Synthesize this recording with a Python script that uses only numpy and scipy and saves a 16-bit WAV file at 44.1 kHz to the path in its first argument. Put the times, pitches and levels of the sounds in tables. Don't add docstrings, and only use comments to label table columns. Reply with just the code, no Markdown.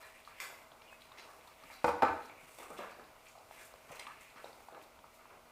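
import sys
import numpy as np
from scipy import signal
from scipy.fft import rfft, irfft
from scipy.io import wavfile
from scipy.ndimage import uniform_filter1d

SR = 44100
rng = np.random.default_rng(int(sys.argv[2]) if len(sys.argv) > 2 else 0)


def elevation(decibels):
    levels = np.asarray(decibels, float)
    return 10 ** (levels / 20)


def digitize_waveform(pressure):
    field = np.atleast_2d(pressure).T
    bounded = np.clip(field, -1, 1)
    quanta = np.round(bounded * 32767).astype(np.int16)
    wavfile.write(sys.argv[1], SR, quanta)


N = 242991
T = np.arange(N) / SR
LN_1000 = np.log(1000)
SHORT, LONG = 2000, 4000


def unit(x):
    return x / np.sqrt(np.mean(x ** 2))


def band(x, lo_hz, hi_hz):
    edges_hz = [lo_hz, min(hi_hz, SR / 2.1)]
    return signal.sosfilt(signal.butter(2, edges_hz, "band", fs=SR, output="sos"), x)


def add(out, start_s, x):
    i = max(int(start_s * SR), 0)
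    out[i:i + len(x)] += x[:N - i]


def walk(rate_hz):
    hold = int(SR / rate_hz)
    steps = np.resize(np.repeat(rng.standard_normal(SHORT), hold), N)
    return uniform_filter1d(uniform_filter1d(steps, hold), hold)


def swells(strokes):
    t = T[::16]
    power = 0
    for peak_s, db, rise_s, fall_s in strokes:
        away = np.maximum((peak_s - t) / rise_s, (t - peak_s) / fall_s)
        power = power + elevation(2 * db - 40 * away)
    return np.interp(T, t, np.sqrt(power))


# f/Hz, level/dB
AIR = [(12, -24), (22, 2.5), (284, -7.5), (600, -1), (1180, -2), (2250, -9.5), (5810, -16.5),
       (15000, -20.5)]
# f/Hz, width/octaves, level/dB
AIR_DIPS = [(32.2, 0.66, -1.5), (199, 0.31, -8.5), (610, 0.015, -3), (1730, 0.11, -22)]
# f/Hz, level/dB
APPLIANCES = [(120, -98), (240, -80), (642, -72)]


def house():
    hz = np.fft.rfftfreq(N, 1 / SR) + 1
    dips_db = sum(db * np.exp(-(np.log2(hz / f) / width) ** 2) for f, width, db in AIR_DIPS)
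    air_hz, air_db = np.transpose(AIR)
    shape = elevation(np.interp(np.log(hz), np.log(air_hz), air_db) + dips_db)
    air = unit(irfft(rfft(rng.standard_normal(N)) * shape, N))
    out = elevation(-63 + 0.32 * walk(1.66)) * air
    for f, db in APPLIANCES:
        out += elevation(db + 2 * walk(12)) * np.sqrt(2) * np.sin(2 * np.pi * f * T)
    return out


# f/Hz, t60/s, level/dB
ECHOES = [(85, 0.35, 2), (236, 0.6, -1), (464, 0.44, 1), (1000, 0.46, 3), (1836, 0.61, -0.5),
          (3700, 0.52, -0.5), (7600, 0.59, -1.5), (14600, 0.65, -3)]


def room(x):
    t = T[:SR]
    tail = np.zeros(SR)
    for hz, t60_s, db in ECHOES:
        noise = band(rng.standard_normal(SR), hz / 1.335, hz * 1.52)
        tail += elevation(db) * noise * np.exp(-LN_1000 * t / t60_s)
    tail *= np.clip((t - .004) / 0.0035, 0, 1)
    return elevation(-3) * signal.fftconvolve(x, tail / np.sqrt(np.sum(tail ** 2)))[:N]


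def ring(hz, t60_s, length_s):
    t = np.arange(int(length_s * SR)) / SR
    return np.sin(2 * np.pi * hz * t) * np.exp(-LN_1000 * t / t60_s)


def struck(blows, modes, bursts, slap):
    rings, rest = np.zeros(N), np.zeros(N)
    body = sum((-1) ** k * elevation(db) * ring(hz, t60_s, .6) for k, (hz, db, t60_s) in enumerate(modes))
    slap_hz, slap_db, slap_t60_s, send_db = slap
    smack = ring(slap_hz, slap_t60_s, .02)
    smack = smack * np.minimum(T[:len(smack)] * slap_hz, 1)
    for s, db, contact_ms, crack_db in blows:
        push = np.sin(np.pi * np.arange(0, 1, 1000 / (contact_ms * SR)) + .01)
        push = push / push.sum()
        add(rings, s, elevation(db) * np.convolve(body, push) / 2)
        add(rest, s, elevation(db + slap_db) * np.convolve(smack, push) / 2)
        for (lo_hz, hi_hz, burst_db, fade_ms), extra_db in zip(bursts, (0, crack_db, crack_db)):
            noise = unit(band(rng.standard_normal(SHORT), lo_hz, hi_hz))
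            add(rest, s, elevation(db + burst_db + extra_db) * noise * np.exp(-T[:SHORT] * 1000 / fade_ms))
    return np.array([rings + rest, elevation(send_db) * rings + rest])


# t/s, level/dB, contact/ms, crack/dB
PANEL_BLOWS = [
    (3.9945, -44.5, 0.053, -4),
    (3.9965, -35.5, 0.041, -6),
]
# f/Hz, level/dB, t60/s
PANEL_MODES = [(2100, -2, 0.041), (3220, -3, 0.08), (4050, 1, 0.013), (4940, -12, 0.066), (5880, -9, 0.034),
               (8240, 0, 0.012), (9260, -3, 0.018)]
# low f/Hz, high f/Hz, level/dB, fade/ms
PANEL_BURSTS = [(1790, 5700, -10, 3.2), (5050, 12000, -15, 1.9)]
# f/Hz, level/dB, t60/s, ringing sent to room/dB
PANEL_SLAP = (3000, -8, .003, -5)


def wire_panel():
    return struck(PANEL_BLOWS, PANEL_MODES, PANEL_BURSTS, PANEL_SLAP)


# t/s, level/dB, contact/ms, crack/dB
LATCH_BLOWS = [
    (.4014, -29.5, 0.035, -2.5),
]
# f/Hz, level/dB, t60/s
LATCH_MODES = [(1080, -8, .04), (2040, 0, .03), (2800, -2, .008), (3520, -17, .05), (4727, -18, .05),
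               (5500, -18, .04), (7200, -15, .03), (8000, -15, .14)]
# low f/Hz, high f/Hz, level/dB, fade/ms
LATCH_BURSTS = [(410, 3200, -19.5, 18), (1890, 9600, -15.5, 8.9), (10980, 15300, -20.5, 12)]
# f/Hz, level/dB, t60/s, ringing sent to room/dB
LATCH_SLAP = (2500, 0, .006, -6)


def metal_latch():
    return struck(LATCH_BLOWS, LATCH_MODES, LATCH_BURSTS, LATCH_SLAP)


# t/s, level/dB, contact/ms, crack/dB
FIRST_KNOCK = [
    (1.8434, -18.5, 0.42, -18),
    (1.8475, -27, 0.95, -23),
    (1.880, -24.5, 0.38, -33),
    (1.8845, -27, 0.47, -20),
    (1.8905, -28, 0.57, -30),
]
SECOND_KNOCK = [
    (2.0214, -24.5, 0.38, -8.5),
    (2.0226, -21, 0.26, -13.5),
    (2.0265, -22.5, 0.4, -27),
    (2.0302, -15, 0.44, -31),
    (2.0395, -34, 0.24, -22),
    (2.050, -24, 0.33, -33),
    (2.083, -26, 0.2, -25),
]
# f/Hz, level/dB, t60/s
FIRST_MODES = [(151, -13, 0.059), (284, -23, 0.11), (333, -6.5, 0.14), (479, -7, .27), (581, 5, 0.041),
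               (742, -1.5, 0.057), (875, -0.5, 0.055), (980, -18, 0.1), (1090, -9, 0.086),
               (1340, -6, 0.049), (1463, -2, 0.11), (2030, -10, 0.073), (2470, -1, 0.058),
               (3900, -7, 0.024)]
SECOND_MODES = [(90, -14.5, 0.067), (267, -12, 0.036), (326, -13, 0.16), (479, -13, .36), (587, -19, 0.051),
                (790, 3.5, 0.022), (885, -1.5, 0.066), (1060, -4, 0.037), (1180, 5.5, 0.024),
                (1300, -3.5, 0.039), (1501, -3, 0.12), (1818, -14, 0.041), (2070, -11, 0.06),
                (2400, -1.5, 0.017)]
# low f/Hz, high f/Hz, level/dB, fade/ms
FIRST_BURSTS = [(260, 1450, -8, 6.1), (1600, 5400, -2.5, 4.4), (9100, 18000, -17, 3.9)]
SECOND_BURSTS = [(392, 1170, -6, 4.8), (1590, 3400, -4, 3.9), (8000, 19000, -18, 5)]
# f/Hz, level/dB, t60/s, ringing sent to room/dB
FIRST_SLAP = (820, 18, .0055, -5)
SECOND_SLAP = (900, 12.5, .006, -4)


def hollow_toy():
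    first = struck(FIRST_KNOCK, FIRST_MODES, FIRST_BURSTS, FIRST_SLAP)
    second = struck(SECOND_KNOCK, SECOND_MODES, SECOND_BURSTS, SECOND_SLAP)
    return band(first + second, 100, 18000)


# t/s, length/s, first f/Hz, last f/Hz, level/dB
PAD_SQUEAKS = [
    (-.03, 0.13, 2370, 2390, -65),
    (0.797, 0.038, 2325, 2335, -63.5),
    (0.835, 0.075, 2380, 2560, -65),
    (0.895, 0.085, 2550, 2565, -57.5),
]


def squeaks():
    out = np.zeros(N)
    roughness = .35
    for s, length_s, first_hz, last_hz, db in PAD_SQUEAKS:
        way = np.clip((T - s) / length_s, 0, 1)
        glide_hz = first_hz + (last_hz - first_hz) * way
        turns = np.cumsum(glide_hz * (1 + .003 * walk(68))) / SR
        grip = 1 - roughness / 2 + roughness * walk(206)
        level = elevation(db + 2.5 * walk(50.5)) * grip * np.sin(np.pi * way)
        out += level * np.sqrt(2) * np.sin(2 * np.pi * turns)
    return out


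# t/s, length/s, f/Hz, level/dB
PAD_RASPS = [
    (0.872, 0.038, 2860, -61),
    (3.256, 0.046, 2450, -64),
    (2.291, 0.045, 2340, -59),
    (2.344, 0.12, 2390, -61),
    (3.349, 0.08, 770, -59),
]


def rasps():
    out = np.zeros(N)
    half_width_hz = 170
    for s, length_s, hz, db in PAD_RASPS:
        way = np.arange(0, 1, 1 / (length_s * SR))
        hiss = unit(band(rng.standard_normal(SR // 4), hz - half_width_hz, hz + half_width_hz))
        add(out, s, elevation(db) * np.sqrt(np.sin(np.pi * way)) * hiss[:len(way)])
    return out


def slip_grain():
    slips_per_s, spread_db = 3000, 3
    slips = (rng.random(N) < slips_per_s / SR) * elevation(spread_db * rng.standard_normal(N))
    return np.convolve(slips, np.exp(-T[:SHORT // 4] / .003))[:N]


def rubbing(grain, size, lo_hz, hi_hz):
    noise = band(grain * rng.standard_normal(N), lo_hz, hi_hz)
    noise = band(noise, lo_hz / 1.74, hi_hz * 1.2)
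    return size * elevation(2.2 * walk(14)) * unit(noise)


# peak t/s, level/dB, rise/s, fall/s
FUR_STROKES = [(.05, -65, .5, 0.39), (.28, -65, 0.11, .16), (.385, -64, 0.065, 0.33),
               (.944, -69.5, 0.29, .06), (1.014, -66.5, .03, 0.26), (1.182, -65.5, .03, 1),
               (1.474, -62, .02, 0.048), (1.734, -60.5, 0.19, 0.18), (1.846, -54, .004, .05),
               (1.866, -49.5, .004, 0.045), (1.885, -53, .012, 0.059), (2.26, -63.5, 0.16, 0.083),
               (2.587, -55, .01, .02), (2.71, -61, .08, 0.11), (2.784, -54, .003, 0.014),
               (2.915, -63, .02, .02), (3.919, -55.5, .01, .025), (3.958, -55, .012, .02),
               (3.997, -54, .003, .012), (4.077, -60, .01, .02), (2.41, -66, 0.031, 0.95),
               (2.63, -57.5, 0.38, 0.35), (3.28, -65, 0.12, .2), (3.52, -63, 0.034, 0.37),
               (3.67, -58.5, 0.21, 0.099), (3.99, -63, 0.39, 0.2), (4.22, -60.5, 0.03, 0.11),
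               (4.61, -65, 1.1, 0.26), (4.83, -63, 0.036, 0.051), (5.15, -66, 0.027, 0.076)]
# low f/Hz, high f/Hz, level/dB
CLOTH_NAP = (7360, 9460, -7.5)


def fur_and_cloth(grain):
    stroke = swells(FUR_STROKES)
    lo_hz, hi_hz, nap_db = CLOTH_NAP
    nap = rubbing(grain, stroke * elevation(nap_db), lo_hz, hi_hz)
    return nap + rubbing(grain, stroke, lo_hz=2780, hi_hz=15300)


# peak t/s, level/dB, rise/s, fall/s
BODY_SHOVES = [
    (.43, -51, 0.021, 0.24),
    (1.28, -58, .08, 0.14),
    (2.59, -53, 0.012, 0.21),
    (3.92, -58, 0.055, 0.17),
    (4.46, -65, 0.022, 0.13),
    (4.77, -61, 0.026, 0.16),
    (2.71, -53, 0.037, 0.063),
    (2.80, -59, 0.031, .15),
    (5.31, -63, .008, 0.12),
]
# peak t/s, level/dB, rise/s, fall/s
CLAW_DRAGS = [
    (1.175, -58, 0.0071, 0.14),
    (1.72, -71, 0.055, 0.15),
    (2.605, -62, 0.045, 0.28),
    (2.80, -67, .05, 0.18),
    (2.9, -65, 0.028, 0.092),
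    (3.265, -62.5, .012, 0.13),
    (3.6, -58.5, 0.092, 0.26),
    (3.925, -56.5, 0.044, 0.3),
    (4.25, -55.5, 0.13, 0.11),
    (4.38, -67, 0.043, 0.22),
]
# t/s, effort/dB, claws out/dB
EFFORT = [(0, -57, -0.5), (.31, -75.5, 13), (.42, -71, 14), (.75, -64.5, -8), (1.05, -63.5, 4.5),
          (1.26, -59, -3), (1.44, -63, -7), (1.68, -64, 2.5), (1.83, -76, 15), (2.4, -58, -5),
          (2.66, -64, 1.5), (2.85, -54, -27), (3.04, -63, -5), (3.37, -72, 4), (3.55, -59.5, -14),
          (4.1, -66.5, 3.5), (4.6, -59, -8.5), (4.9, -65.5, -3)]


def wrestling(grain):
    s, effort_db, claws_db = np.transpose(EFFORT)
    effort_db, claws_db = np.interp(T, s, effort_db), np.interp(T, s, claws_db)
    weight = elevation(-73.5 + 0.19 * (effort_db + 55))
    rumble = rubbing(grain, weight, lo_hz=57.4, hi_hz=367)
    scuff = rubbing(grain, elevation(effort_db) + swells(BODY_SHOVES), lo_hz=394, hi_hz=1485)
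    scrape = rubbing(grain, elevation(effort_db + claws_db) + swells(CLAW_DRAGS), lo_hz=1850, hi_hz=2910)
    return rumble + scuff + scrape


def contacts(rows, ring_ms, spread, tone, noisy):
    near, far, t = np.zeros(N), np.zeros(N), T[:LONG]
    fade = np.exp(-LN_1000 * t * 1000 / ring_ms)
    for s, db, hz, wet_db in rows:
        shape = elevation(db) * fade * np.minimum(t * hz / .9, 1)
        puff = unit(band(rng.standard_normal(LONG), hz / spread, hz * spread))
        dent = tone * np.sin(2 * np.pi * hz * t)
        add(near, s, shape * (dent + noisy * band(puff, hz / spread, hz * spread)))
        add(far, s, shape * puff * elevation(wet_db))
    return np.array([near, far])


# t/s, level/dB, f/Hz, room share/dB
FLOOR_BOOMS = [
    (1.86, -42, 80.5, -3),
    (2.05, -49.5, 86, -3),
    (2.10, -45, 90, -12.5),
    (2.69, -62.5, 74, 0),
    (4.05, -66, 75, -8),
]


def booms():
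    return contacts(FLOOR_BOOMS, ring_ms=174, spread=1.18, tone=1.0, noisy=0.4)


# t/s, level/dB, f/Hz, room share/dB
CLAW_TICKS = [(0.8185, -47.5, 2730, -6), (0.8797, -61, 2730, -6), (.928, -46.5, 1700, -15),
              (1.174, -50, 2180, -12), (1.1847, -38.5, 2150, -11), (1.1956, -44, 2070, -16),
              (1.4097, -52, 2100, -2.5), (1.593, -53, 2100, 2), (1.7015, -43, 1850, -2.5),
              (2.2964, -41.5, 2240, -24), (2.5855, -45, 2640, -1.5), (2.602, -46, 2310, -21),
              (2.7673, -50, 2460, 9), (2.8943, -42.5, 2260, -2.5), (3.257, -52, 2400, -6),
              (3.268, -46.5, 2400, -6), (3.509, -47, 2200, -3.5), (3.5806, -50, 2130, 5),
              (3.9211, -48.5, 2210, -3.5), (4.067, -42, 2400, -27), (4.2449, -54, 2470, -2),
              (4.3584, -50, 2000, -0.5), (4.3811, -49, 1960, -14), (4.7466, -52, 2750, -14),
              (4.8149, -47, 2580, -12)]
CLAW_SNAPS = [(0.012, -63.5, 3960, 6.5), (0.189, -62, 3480, -13), (0.2498, -53, 3900, -6),
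              (0.7165, -49.5, 3400, -17), (0.818, -55, 3740, -12), (1.008, -52.5, 3720, -9),
              (1.0191, -48.5, 3520, -13), (1.119, -52.5, 3700, -16), (1.174, -53.5, 4560, 4.5),
              (1.4083, -54, 3440, -9), (1.4743, -49, 3720, -12), (1.535, -56, 3560, -14),
              (1.637, -54.5, 4470, -13), (1.722, -54, 4160, 2), (2.2194, -55.5, 3630, -4),
              (2.2556, -55, 5330, -34), (2.5855, -53, 9000, -17), (2.7835, -52, 5700, -22),
              (3.0405, -56, 3720, -8), (3.21, -60, 4000, -19), (3.257, -60, 8450, -14),
              (3.2842, -53.5, 7000, -8), (3.3837, -54.5, 4050, -21), (3.5784, -64, 8200, 6),
              (3.738, -56.5, 4200, -17), (3.9178, -53, 6060, -2.5), (3.9594, -51, 4040, -5),
              (4.0683, -47, 3900, -20), (4.2086, -53.5, 8000, -10), (4.2996, -55.5, 4000, -16),
              (4.358, -54.5, 4100, -4), (4.4434, -47, 3800, -9), (4.5294, -52, 3950, -15),
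              (4.545, -63, 3800, -12), (4.685, -58, 3960, -17), (4.7232, -58, 3520, -19),
              (4.837, -54, 3860, -18), (4.9891, -53.5, 3360, -27)]


def claws():
    ticks = contacts(CLAW_TICKS, ring_ms=14.5, spread=1.47, tone=0.7, noisy=0.92)
    return ticks + contacts(CLAW_SNAPS, ring_ms=24.3, spread=1.23, tone=0.31, noisy=0.81)


# t/s, level/dB, f/Hz, room share/dB
CLOSE_TAPS = [(1.4715, -44, 950, 0), (2.5865, -38, 750, 0), (3.5095, -46, 700, 0), (3.907, -43, 900, 0),
              (4.075, -43, 1150, 0), (4.3595, -42, 1000, 0), (4.7465, -40, 1200, 0), (4.99, -44, 1000, 0),
              (5.2555, -46, 950, 0), (5.307, -43, 900, 0), (5.313, -48, 800, 0), (5.471, -50, 900, 0)]


def taps():
    return contacts(CLOSE_TAPS, ring_ms=9.9, spread=2.8, tone=0.73, noisy=0.4)[0]


# t/s, level/dB, f/Hz, room share/dB
TOE_PATS = [(0.013, -51.5, 1290, 2.5), (0.275, -41.5, 1180, -6.5), (1.117, -45.5, 1090, -8.5),
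            (1.289, -47.5, 1150, -10), (1.472, -44.5, 1000, -12.5), (1.636, -46, 1230, -8),
            (1.701, -45, 890, -6.5), (2.297, -44.5, 856, -12), (2.619, -50, 1000, -3.5),
            (2.704, -47.5, 1100, -0.5), (2.790, -38.5, 1200, -3), (2.829, -43, 1240, -7),
            (2.919, -47, 1300, -16), (2.996, -42, 1230, -14), (3.510, -44.5, 835, -12.5),
            (3.949, -50, 1440, -8), (3.994, -46, 875, -0.5), (4.0685, -39, 1140, -6.5),
            (4.098, -44, 1040, -26), (4.362, -51, 1220, 0.5), (4.747, -42, 1250, -15),
            (4.99, -56, 930, -18), (5.0415, -46, 940, -16), (5.192, -50.5, 1300, -5.5),
            (5.2545, -52, 920, -19), (5.3065, -47, 1000, -16), (5.47, -55, 970, -10)]
PAW_LANDINGS = [(0.7175, -41, 780, -13), (0.819, -59, 615, -4), (0.925, -46, 704, -14),
                (1.249, -57, 620, -12), (2.586, -36.5, 607, -2), (3.353, -40, 735, -15),
                (3.739, -38, 700, -28), (3.909, -31, 614, -8.5), (4.394, -41, 600, -15),
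                (4.4425, -32, 616, -9), (4.494, -45, 622, -13), (4.685, -33.5, 850, -12.5),
                (4.724, -35.5, 534, -4.5), (4.754, -40, 560, -2), (4.779, -44, 690, -19),
                (5.349, -57, 770, -8)]
BODY_THUMPS = [
    (1.641, -56, 178, -6),
    (2.429, -60, 164, -14),
    (2.701, -43, 367, -3.5),
    (2.787, -39, 374, -5),
    (2.825, -45.5, 546, -4),
    (2.986, -45, 380, -8.5),
    (3.899, -53, 160, -9),
    (4.062, -56.5, 240, -7),
    (4.358, -57.5, 257, -9.5),
    (4.994, -61, 254, -2),
]


def paws_and_bodies():
    pats = contacts(TOE_PATS, ring_ms=31.3, spread=1.53, tone=0.95, noisy=0.49)
    landings = contacts(PAW_LANDINGS, ring_ms=14.9, spread=1.52, tone=0.45, noisy=0.99)
    thumps = contacts(BODY_THUMPS, ring_ms=68, spread=2.14, tone=0.77, noisy=0.91)
    return pats + landings + thumps


def scene():
    near, far = paws_and_bodies() + claws() + booms()
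    toy, latch, panel = hollow_toy(), metal_latch(), wire_panel()
    grain = slip_grain()
    rub = elevation(-3.5) * (wrestling(grain) + fur_and_cloth(grain)) + squeaks() + rasps()
    hits_send = elevation(0.9) * toy[1] + elevation(8.5) * latch[1] + elevation(1.5) * panel[1]
    echoes = room(hits_send + elevation(8.5) * far + elevation(-12.5) * rub)
    direct = toy[0] + latch[0] + panel[0] + near + rub + taps()
    return (direct + echoes + house())[None]


# f/Hz, width/Hz, share added
HOUSING = [(1720, 540, -0.16), (2530, 210, -0.12), (3100, 650, -0.29)]


def microphone(x):
    for hz, width_hz, share in HOUSING:
        x = x + share * signal.lfilter(*signal.iirpeak(hz, hz / width_hz, SR), x)
    return x


def top_cut(x):
    return signal.sosfilt(signal.butter(12, 16050, fs=SR, output="sos"), x)


def record(dry):
    top_hz = 15480
    steep = signal.ellip(10, .2, 70, top_hz, fs=SR, output="sos")
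    mix = signal.sosfilt(steep, microphone(dry))
    return top_cut(mix)


dry = scene()
out = record(dry)
digitize_waveform(out)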